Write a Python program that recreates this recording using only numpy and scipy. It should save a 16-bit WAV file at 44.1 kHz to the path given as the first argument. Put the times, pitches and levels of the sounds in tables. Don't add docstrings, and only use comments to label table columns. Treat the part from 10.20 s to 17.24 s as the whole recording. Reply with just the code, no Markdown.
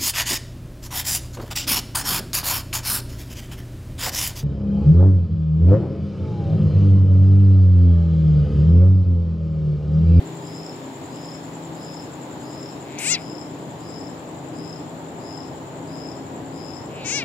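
import sys
import numpy as np
from scipy import signal
from scipy.fft import rfft, irfft
from scipy.io import wavfile
from scipy.ndimage import uniform_filter1d, map_coordinates

SR = 44100
rng = np.random.default_rng(int(sys.argv[2]) if len(sys.argv) > 2 else 0)


def waveform_to_disk(signal):
    frames = np.transpose(np.atleast_2d(signal))
    scaled = np.clip(frames, -1, 1) * 32767
    samples = np.round(scaled).astype(np.int16)
    wavfile.write(sys.argv[1], SR, samples)


N = 310464

# t/s, left minus right level for the crickets/dB, left lag/ms
PHONE_TURN = [
    (0, 3, -.012),
    (2.6, 4.5, 0),
    (3.2, 9, -.035),
    (4.5, 11, -.044),
    (7.04, 12, -.05),
]
# f/Hz, level per Hz/dB
AIR_SPECTRUM = [(25, -70), (45, -36), (71, -29), (120, 0), (187, -6.5), (280, 0.5), (400, -6.5),
                (900, -8.5), (1350, -20.5), (2000, -23), (3300, -23.5), (4600, -30.5), (6000, -34),
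                (8500, -39), (15600, -40.5)]
# f/Hz, likeness/0-1
AIR_LIKENESS = [(60, 1), (300, 0.91), (640, 0.81), (1000, 0.03), (1500, 0.15), (15000, 0)]
# f/Hz, level/dB
AIR_LEAN = [(60, 0.5), (200, 4.5), (380, 1), (700, 1), (1290, -1), (2000, 0), (3100, 14.5), (4000, 1),
            (5900, 4), (8400, 3.5), (15000, 6.5)]
# t/s, level/dB
BREEZE_SWELL = [(0, 4.5), (0.39, 6.5), (0.75, -12), (1.13, 3.5), (1.76, 3), (2.1, -5), (2.7, -5),
                (2.9, 4.5), (3.2, 2), (3.35, -4), (3.55, 1.5), (4.05, -1), (4.5, 4), (5.25, -4), (5.67, 3),
                (6.06, -3.5), (6.6, 0.5), (7.04, -10)]
# f/Hz, width/Hz, level/dB
FAN_TONES = [(134.6, 1.4, -48), (268.3, 2.35, -46), (301.1, 0.76, -47.5), (326, 2.1, -49)]
# t/s, level/dB
FAN_WHINE = [(0, -44.5), (1.2, -50), (1.6, -63), (2.4, -45.5), (3.3, -51), (3.7, -50.5), (7.04, -51.5)]
# t/s, throb depth/dB, lag/share of the beat 0-1
CHORUS_STEP = [(0, 0, .1), (1, 2, 0.02), (2.5, 3, 0), (4, 2.5, .0), (4.6, 1.5, 0), (7.04, 2.5, 0.05)]
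# t/s, tick pairs done/count
TICK_PACE = [(0.074, 0), (0.66, 6), (1.552, 15), (2.129, 21), (2.431, 24), (3.113, 31), (3.804, 38),
             (4.188, 42), (4.385, 44), (4.495, 45), (4.598, 46), (5.374, 54), (5.874, 59), (6.162, 62),
             (6.759, 68), (6.955, 70)]
# t/s, lag/s
ANSWER_LAG = [(0, 0.051), (.8, 0.076), (1.3, 0.025), (2, 0.02), (3.2, 0.039), (4.4, 0.064), (5.5, 0.045),
              (7.04, .055)]
# first stroke t/s, slow strokes begin t/s, last strong stroke t/s, peak level/dB
SLOWING_CHIRPS = [(0.264, 0.402, 0.496, -35.5), (0.946, 1.089, 1.149, -36), (1.605, 1.742, 1.799, -35.5),
                  (2.269, 2.4, 2.49, -36), (2.991, 3.121, 3.215, -34.5), (3.653, 3.783, 3.872, -34.5),
                  (4.386, 4.499, 4.561, -33.5), (5.037, 5.149, 5.234, -33), (5.729, 5.859, 5.918, -32.5),
                  (6.375, 6.506, 6.569, -32.5)]
# t/s, peak level/dB, left minus right level/dB
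GRASS_BLADES = [
    (0.2897, -54, 9),
    (1.5459, -43, 3.0),
]
# t/s, click rate/Hz, effort level/dB, mouth opening/dB, mouth resonance f/Hz
FIRST_SQUEAK = [
    (2.778, 257, -39, -20, 5470),
    (2.789, 262, -36, 9.5, 6550),
    (2.8, 281.4, -32.5, -2, 7800),
    (2.83, 419, -30, 0.5, 8100),
    (2.865, 537, -26, 4.5, 8100),
    (2.91, 698, -24.5, 7.5, 7470),
    (2.932, 709, -23.5, 8, 6300),
    (2.952, 670, -24, 2, 4700),
    (2.985, 441, -41.5, -39, 4000),
]
SECOND_SQUEAK = [
    (6.845, 379, -34, -9, 6100),
    (6.86, 375, -32, 2.5, 6300),
    (6.88, 384, -31, 5.5, 6800),
    (6.925, 542, -27.5, 4, 6530),
    (6.965, 573, -25.5, 3.5, 5950),
    (6.99, 548, -26, -.5, 5520),
    (7.011, 495, -27, -8.5, 5300),
    (7.03, 454, -27, -21, 5200),
    (7.04, 460, -40, -20, 5200),
]
# far end t/s, near end t/s, near click rate/Hz, near level/dB, tightness/ratio
SHUT_CREAKS = [
    (2.64, 2.9, 268.3, -37, 0.96),
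    (3.02, 2.9, 331, -33, 0.96),
    (6.69, 6.845, 367, -39, 1.08),
]
# f/Hz, width/Hz, level/dB
CHEST_HOLLOWS = [(2280, 410, 0), (2737, 650, -5), (4080, 1300, -20.5), (1540, 500, -13.5)]
# f/Hz, level/dB
FACING_PORT = [(3300, 1.5), (3800, -3), (4200, 6), (4700, 2.5), (5200, -0.5)]
# f/Hz, level/dB
SHADED_PORT = [(1400, -7), (2200, -5.5), (2900, 2), (3750, 8.5), (4450, 2), (5200, -26), (6000, -24),
               (7000, -19), (8300, -22), (9300, -5), (11000, -8), (15000, -9)]

AIR_DB, CHORUS_DB, DRONE_DB = -33.5, -54, -45
THROB_DB_PER_S, ROAR_DB_PER_S = 2.1, 0.42
RUMBLE_SHARE, HISS_SHADE = 0.15, -0.33
FAST_S, BRAKE_S, SLOW_S = .0173, .005, .03
BUILD_DB, AFTER_DB, UNEVEN_DB = -8, -13, 1.2
RING_HZ, RING_NARROWING, WIDEST_HZ = 1820, 0.63, 1900
FIRST_SNAP_DB, SECOND_SNAP_DB, SNAP_DB_PER_KHZ, SNAP_TOP_HZ, SNAP_SHUT = -43.5, -62, 9, 7150, .6
SNAP_DB_PER_OCTAVE = -2.5
TIGHTNESS = 0.99
CREAK_HZ, CREAK_FADE_DB, SHUT_DB, SHUT_HZ = 114, -14.5, -14, 3900


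def gain_of(db):
    return 10 ** (np.asarray(db) / 20)


def evened(x):
    return x / np.sqrt(np.mean(x ** 2) + 1e-20)


def read(points, hz):
    f, value = np.transpose(points)
    return np.interp(np.log(hz + 1), np.log(f + 1), value)


def add(mix, s, sound):
    part = mix[..., max(round(s * SR), 0):][..., :sound.shape[-1]]
    part += sound[..., :part.shape[-1]]


def resonate(x, hz, width):
    turn = np.exp(2j * np.pi * np.cumsum(hz * np.ones(len(x))) / SR)
    r = np.exp(-np.pi * width / SR)
    return 2 * (turn * signal.lfilter([1 - r], [1, -r], x / turn)).real


def yard(x, t60, wet_db, gap, turn=1, lag=1):
    t, (s, lean_db, lag_ms) = np.arange(N) / SR, np.transpose(PHONE_TURN)
    shade_db = np.array([0 * t, -turn * np.interp(t, s, lean_db)]) + 2.0
    late = map_coordinates(x, [np.arange(N) - lag * np.interp(t, s, lag_ms) * SR / 1000], order=3)
    age = np.arange(SR // 2) / SR
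    taps = rng.standard_normal((2, len(age))) * (rng.random((2, len(age))) < .05)
    taps *= gain_of(-60 * age / t60) * (age > gap)
    wet = signal.fftconvolve(x[None], taps / np.linalg.norm(taps[0]), axes=1)[:, :N]
    return np.array([late, x]) * gain_of(shade_db) + gain_of(wet_db) * wet * gain_of(shade_db / 2)


def night_air():
    frames, hz = N // 256 + 5, np.fft.rfftfreq(1024, 1 / SR)
    a, b, c, d, patches = rng.standard_normal((frames, 513, 5)).T
    patches = evened(uniform_filter1d(uniform_filter1d(patches, 10, 0), 14, 1))
    t = np.arange(frames) * 256 / SR
    turned = np.interp(t, *np.transpose(PHONE_TURN)[:2])
    swell_db = np.array([
        THROB_DB_PER_S * (t - t.mean()),
        RUMBLE_SHARE * np.interp(t, *np.transpose(BREEZE_SWELL)),
        ROAR_DB_PER_S * (t - t.mean()),
        HISS_SHADE * (turned - turned.mean())])
    shares = np.array([read(list(zip((75, 150, 700, 5000), row)), hz) for row in np.eye(4)]) * (hz > 50)
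    same = np.clip(read(AIR_LIKENESS, hz), -1, 1)[:, None]
    left = a + 1j * b
    z = np.array([left, same * left + np.sqrt(1 - same ** 2) * (c + 1j * d)])
    z *= gain_of(read(AIR_SPECTRUM, hz)[:, None] + 0.54 * patches + shares.T @ swell_db)
    z *= gain_of(np.multiply.outer([0, -1], read(AIR_LEAN, hz)))[..., None]
    return gain_of(AIR_DB - 2.0) * evened(signal.istft(z, nperseg=1024, noverlap=768)[1][:, :N])


def fans():
    t, tones = np.arange(N) / SR, np.zeros(N)
    for hz, width, db in FAN_TONES:
        stirred = resonate(resonate(rng.standard_normal(N), hz, width), hz, 3 * width)
        tones += gain_of(db) * evened(1.94 * np.sin(2 * np.pi * hz * t) + evened(stirred))
    whine_db = np.interp(t, *np.transpose(FAN_WHINE))
    tones += gain_of(whine_db) * np.sqrt(2) * np.sin(2 * np.pi * 401.5 * t)
    drone_db = np.interp(t, *np.transpose(BREEZE_SWELL)) + DRONE_DB
    tones += gain_of(drone_db) * np.sqrt(2) * np.sin(2 * np.pi * 163.3 * t)
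    return tones * gain_of([[1.3], [-1.3]])


def stroke(from_hz, to_hz, length, overtone_db=-60):
    turns = np.cumsum(np.linspace(from_hz, to_hz, round(length * SR))) / SR
    overtone = gain_of(overtone_db) * np.sin(2 * 2 * np.pi * turns)
    return np.hanning(len(turns)) * (np.sin(2 * np.pi * turns) + overtone)


def ticks():
    s, done = np.transpose(TICK_PACE)
    return np.interp(np.arange(done[-1] + 1), done, s)


def chorus(count=32):
    out = np.zeros(N)
    for pace, start, pitch, far in rng.random((count, 4)):
        beats = np.zeros(N)
        beats[(np.arange(.1 * start, N / SR, .092 + .012 * pace) * SR).astype(int)] = 1
        wing = stroke(7050 + 1500 * pitch, 6250 + 1500 * pitch, .012)
        pair = np.concatenate([.6 * wing, np.zeros(round(.0045 * SR)), wing])
        out += gain_of(-6 * far - 19 * abs(pitch - .36)) * signal.oaconvolve(beats, pair)[:N]
    t, (s, depth_db, lag) = np.arange(N) / SR, np.transpose(CHORUS_STEP)
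    near = ticks()
    beat = np.interp(t, np.r_[near[0] - .098, near, near[-1] + .098], np.arange(len(near) + 2))
    throb_db = np.interp(t, s, depth_db) * np.cos(2 * np.pi * (beat - np.interp(t, s, lag)))
    return gain_of(CHORUS_DB) * evened(gain_of(throb_db) * yard(out, t60=.3, wet_db=6, gap=.002))


def ticker(times, top_hz, low_hz, db, spread_db, wet_db):
    out, chance = np.zeros(N), rng.standard_normal((len(times), 3))
    for s, (loud, first, pitch) in zip(times, chance):
        wing = stroke(top_hz + 40 * pitch, low_hz + 40 * pitch, 0.0147)
        add(out, s - .0065, gain_of(db + spread_db * loud) * wing)
        add(out, s - .0065 - .0165, gain_of(db - 4.5 + 1.5 * first) * wing)
    return yard(out, .3, wet_db, .004)


def neighbours():
    beats = ticks()
    lag = np.interp(beats, *np.transpose(ANSWER_LAG))
    answers = beats + lag + .004 * rng.standard_normal(len(beats))
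    near = ticker(beats, top_hz=7850, low_hz=6800, db=-41.3, spread_db=1.0, wet_db=-8)
    return near + ticker(answers, top_hz=7300, low_hz=6600, db=-48, spread_db=1.5, wet_db=-1)


def chirp_strokes(first, turn, last, db):
    k = np.arange(round((turn - first) / FAST_S) - 1, 0, -1)
    fast = turn - FAST_S * k - BRAKE_S * (2 - 2. ** (1 - k)) * 3 / 4
    slow = np.linspace(turn, last, round((last - turn) / SLOW_S) + 1)
    s = np.r_[fast, slow, last + SLOW_S]
    level = db + BUILD_DB * np.clip((slow[1] - s) / (slow[1] - first), 0, 1) + AFTER_DB * (s > last)
    return s, level + UNEVEN_DB * rng.standard_normal(20)[:len(s)]


def scraper():
    out = np.zeros(N)
    for row in SLOWING_CHIRPS:
        times, levels = chirp_strokes(*row)
        for k in (1, 2, 3):
            wing = stroke(5230 - 40 * k, 4950 - 40 * k, .009, overtone_db=-16)
            for back in (0, .0085):
                add(out, times[0] - FAST_S * k - .004 + back, gain_of(row[3] + BUILD_DB - 1 - 2.6 * k) * wing)
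        for s, db in zip(times, levels):
            age = min((s - times[0]) / 0.21, 1)
            hz = 5130 + 160 * age
            wing = stroke(hz + 170, hz - 170, .008, overtone_db=-16 - 15 * age)
            add(out, s - .004, gain_of(db + 0.2) * wing)
            wing_back = stroke(hz + 30 - 170 * age, hz - 270 - 190 * age, .0095)
            add(out, s + .0045, gain_of(db - 0.8 - 8 * age) * wing_back)
    return yard(out, t60=0.45, wet_db=-4, gap=0.005, turn=1.6, lag=0)


def grass():
    out, t = np.zeros((2, N)), np.arange(120) / SR
    for (s, db, pan_db), hz in zip(GRASS_BLADES, rng.uniform(6000, 10000, len(GRASS_BLADES))):
        level_db = db + np.array([[pan_db / 2], [-pan_db / 2]]) - 60 * t / .0015
        add(out, s, gain_of(level_db) * np.sin(2 * np.pi * hz * t))
    return out


def squeak(rows, top_db, tight, rough=.009):
    s, *columns = np.transpose(rows)
    t = np.arange(s[0], s[-1] + .006, 1 / SR)
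    rate_hz, chest_db, open_db, mouth_hz = (np.interp(t, s, c) for c in columns)
    mouth_db = chest_db + open_db
    width = np.minimum(RING_HZ * gain_of(-RING_NARROWING * open_db), WIDEST_HZ)
    snap_db = top_db + SNAP_DB_PER_KHZ * np.minimum(mouth_hz - SNAP_TOP_HZ, 0) / 1000
    snap_db += SNAP_SHUT * np.minimum(open_db, 0) + SNAP_DB_PER_OCTAVE * np.log2(rate_hz / 300)

    wobble = evened(uniform_filter1d(rng.standard_normal(len(t)), 80))
    turns = np.cumsum(rate_hz * (1 + rough * wobble) * (t < s[-1])) / SR
    at = np.interp(np.arange(.5, turns[-1]), turns, np.arange(len(t)))
    size = gain_of(.5 * rng.standard_normal(len(at))) / np.sqrt(rate_hz[at.astype(int)] / SR)
    clicks = (np.sinc(np.arange(len(t)) - at[:, None]) * size[:, None]).sum(0)
    puffs = evened(rng.standard_normal(len(t)) * np.exp(-((turns - .5) % 1) / 0.5))

    def ring(hz, w, skirt, hiss=.1):
        return resonate(resonate(clicks + hiss * puffs, hz, w), hz, skirt) / np.sqrt(np.pi * w / SR)

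    chest = np.zeros(len(t))
    for k, (hz, w, db) in enumerate(CHEST_HOLLOWS):
        chest += (-1) ** k * gain_of(db) * ring(tight * hz, w, 1.6 * w, hiss=.03)
    rings = np.array([ring(mouth_hz, w, 1.4 * w) for w in (500, 1000, 2000, 4000)])
    mouth = map_coordinates(rings, [np.log2(np.clip(width, 500, 4000) / 500), np.arange(len(t))], order=1)
    mouth -= gain_of(-12) * ring(np.minimum(5100, 0.87 * mouth_hz), 2300, 2900)
    mouth = signal.sosfilt(signal.butter(6, 9000, output="sos", fs=SR), mouth)
    snap = ring(10000, 1500, 2400, hiss=.4)
    snap -= gain_of(-9) * ring(12100, 1400, 2000, hiss=.4)
    snap -= gain_of(-9) * ring(15100, 1200, 1800, hiss=.4)
    voice = gain_of(chest_db - 3.5) * chest + gain_of(mouth_db + 2.5) * mouth + gain_of(snap_db + 2.0) * snap

    hz = np.fft.rfftfreq(len(t), 1 / SR)
    left = irfft(rfft(voice) * gain_of(read(FACING_PORT, hz)), len(t))
    later = np.exp(-2j * np.pi * hz * .00008)
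    right = irfft(rfft(voice) * gain_of(read(SHADED_PORT, hz)) * later, len(t))
    return s[0], np.array([left, right])


def creak(far, near, rate_hz, db, tight):
    slow_end = (far, CREAK_HZ, db + CREAK_FADE_DB, SHUT_DB, SHUT_HZ)
    middle = ((far + 2 * near) / 3, (CREAK_HZ + rate_hz) / 2, db, SHUT_DB, SHUT_HZ)
    squeak_end = (near, rate_hz, db - 2, SHUT_DB + 9, SHUT_HZ)
    return squeak(sorted([slow_end, middle, squeak_end]), SECOND_SNAP_DB, tight)


def animal():
    out = np.zeros((2, N))
    add(out, *squeak(FIRST_SQUEAK, FIRST_SNAP_DB, TIGHTNESS))
    add(out, *squeak(SECOND_SQUEAK, SECOND_SNAP_DB, TIGHTNESS))
    for row in SHUT_CREAKS:
        add(out, *creak(*row))
    return out


def scene():
    return night_air() + fans() + chorus() + neighbours() + scraper() + grass() + animal()


def roll_off(x):
    return signal.sosfilt(signal.butter(12, 15700, fs=SR, output="sos"), x)


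def record(dry):
    cut = signal.sosfilt(signal.butter(3, 42, "highpass", output="sos", fs=SR), dry)
    top_cut = signal.firwin(401, 16000, window=("kaiser", 9), fs=SR)
    mix = signal.oaconvolve(cut, top_cut[None], "same")
    return roll_off(mix)


dry = scene()
out = record(dry)
waveform_to_disk(out)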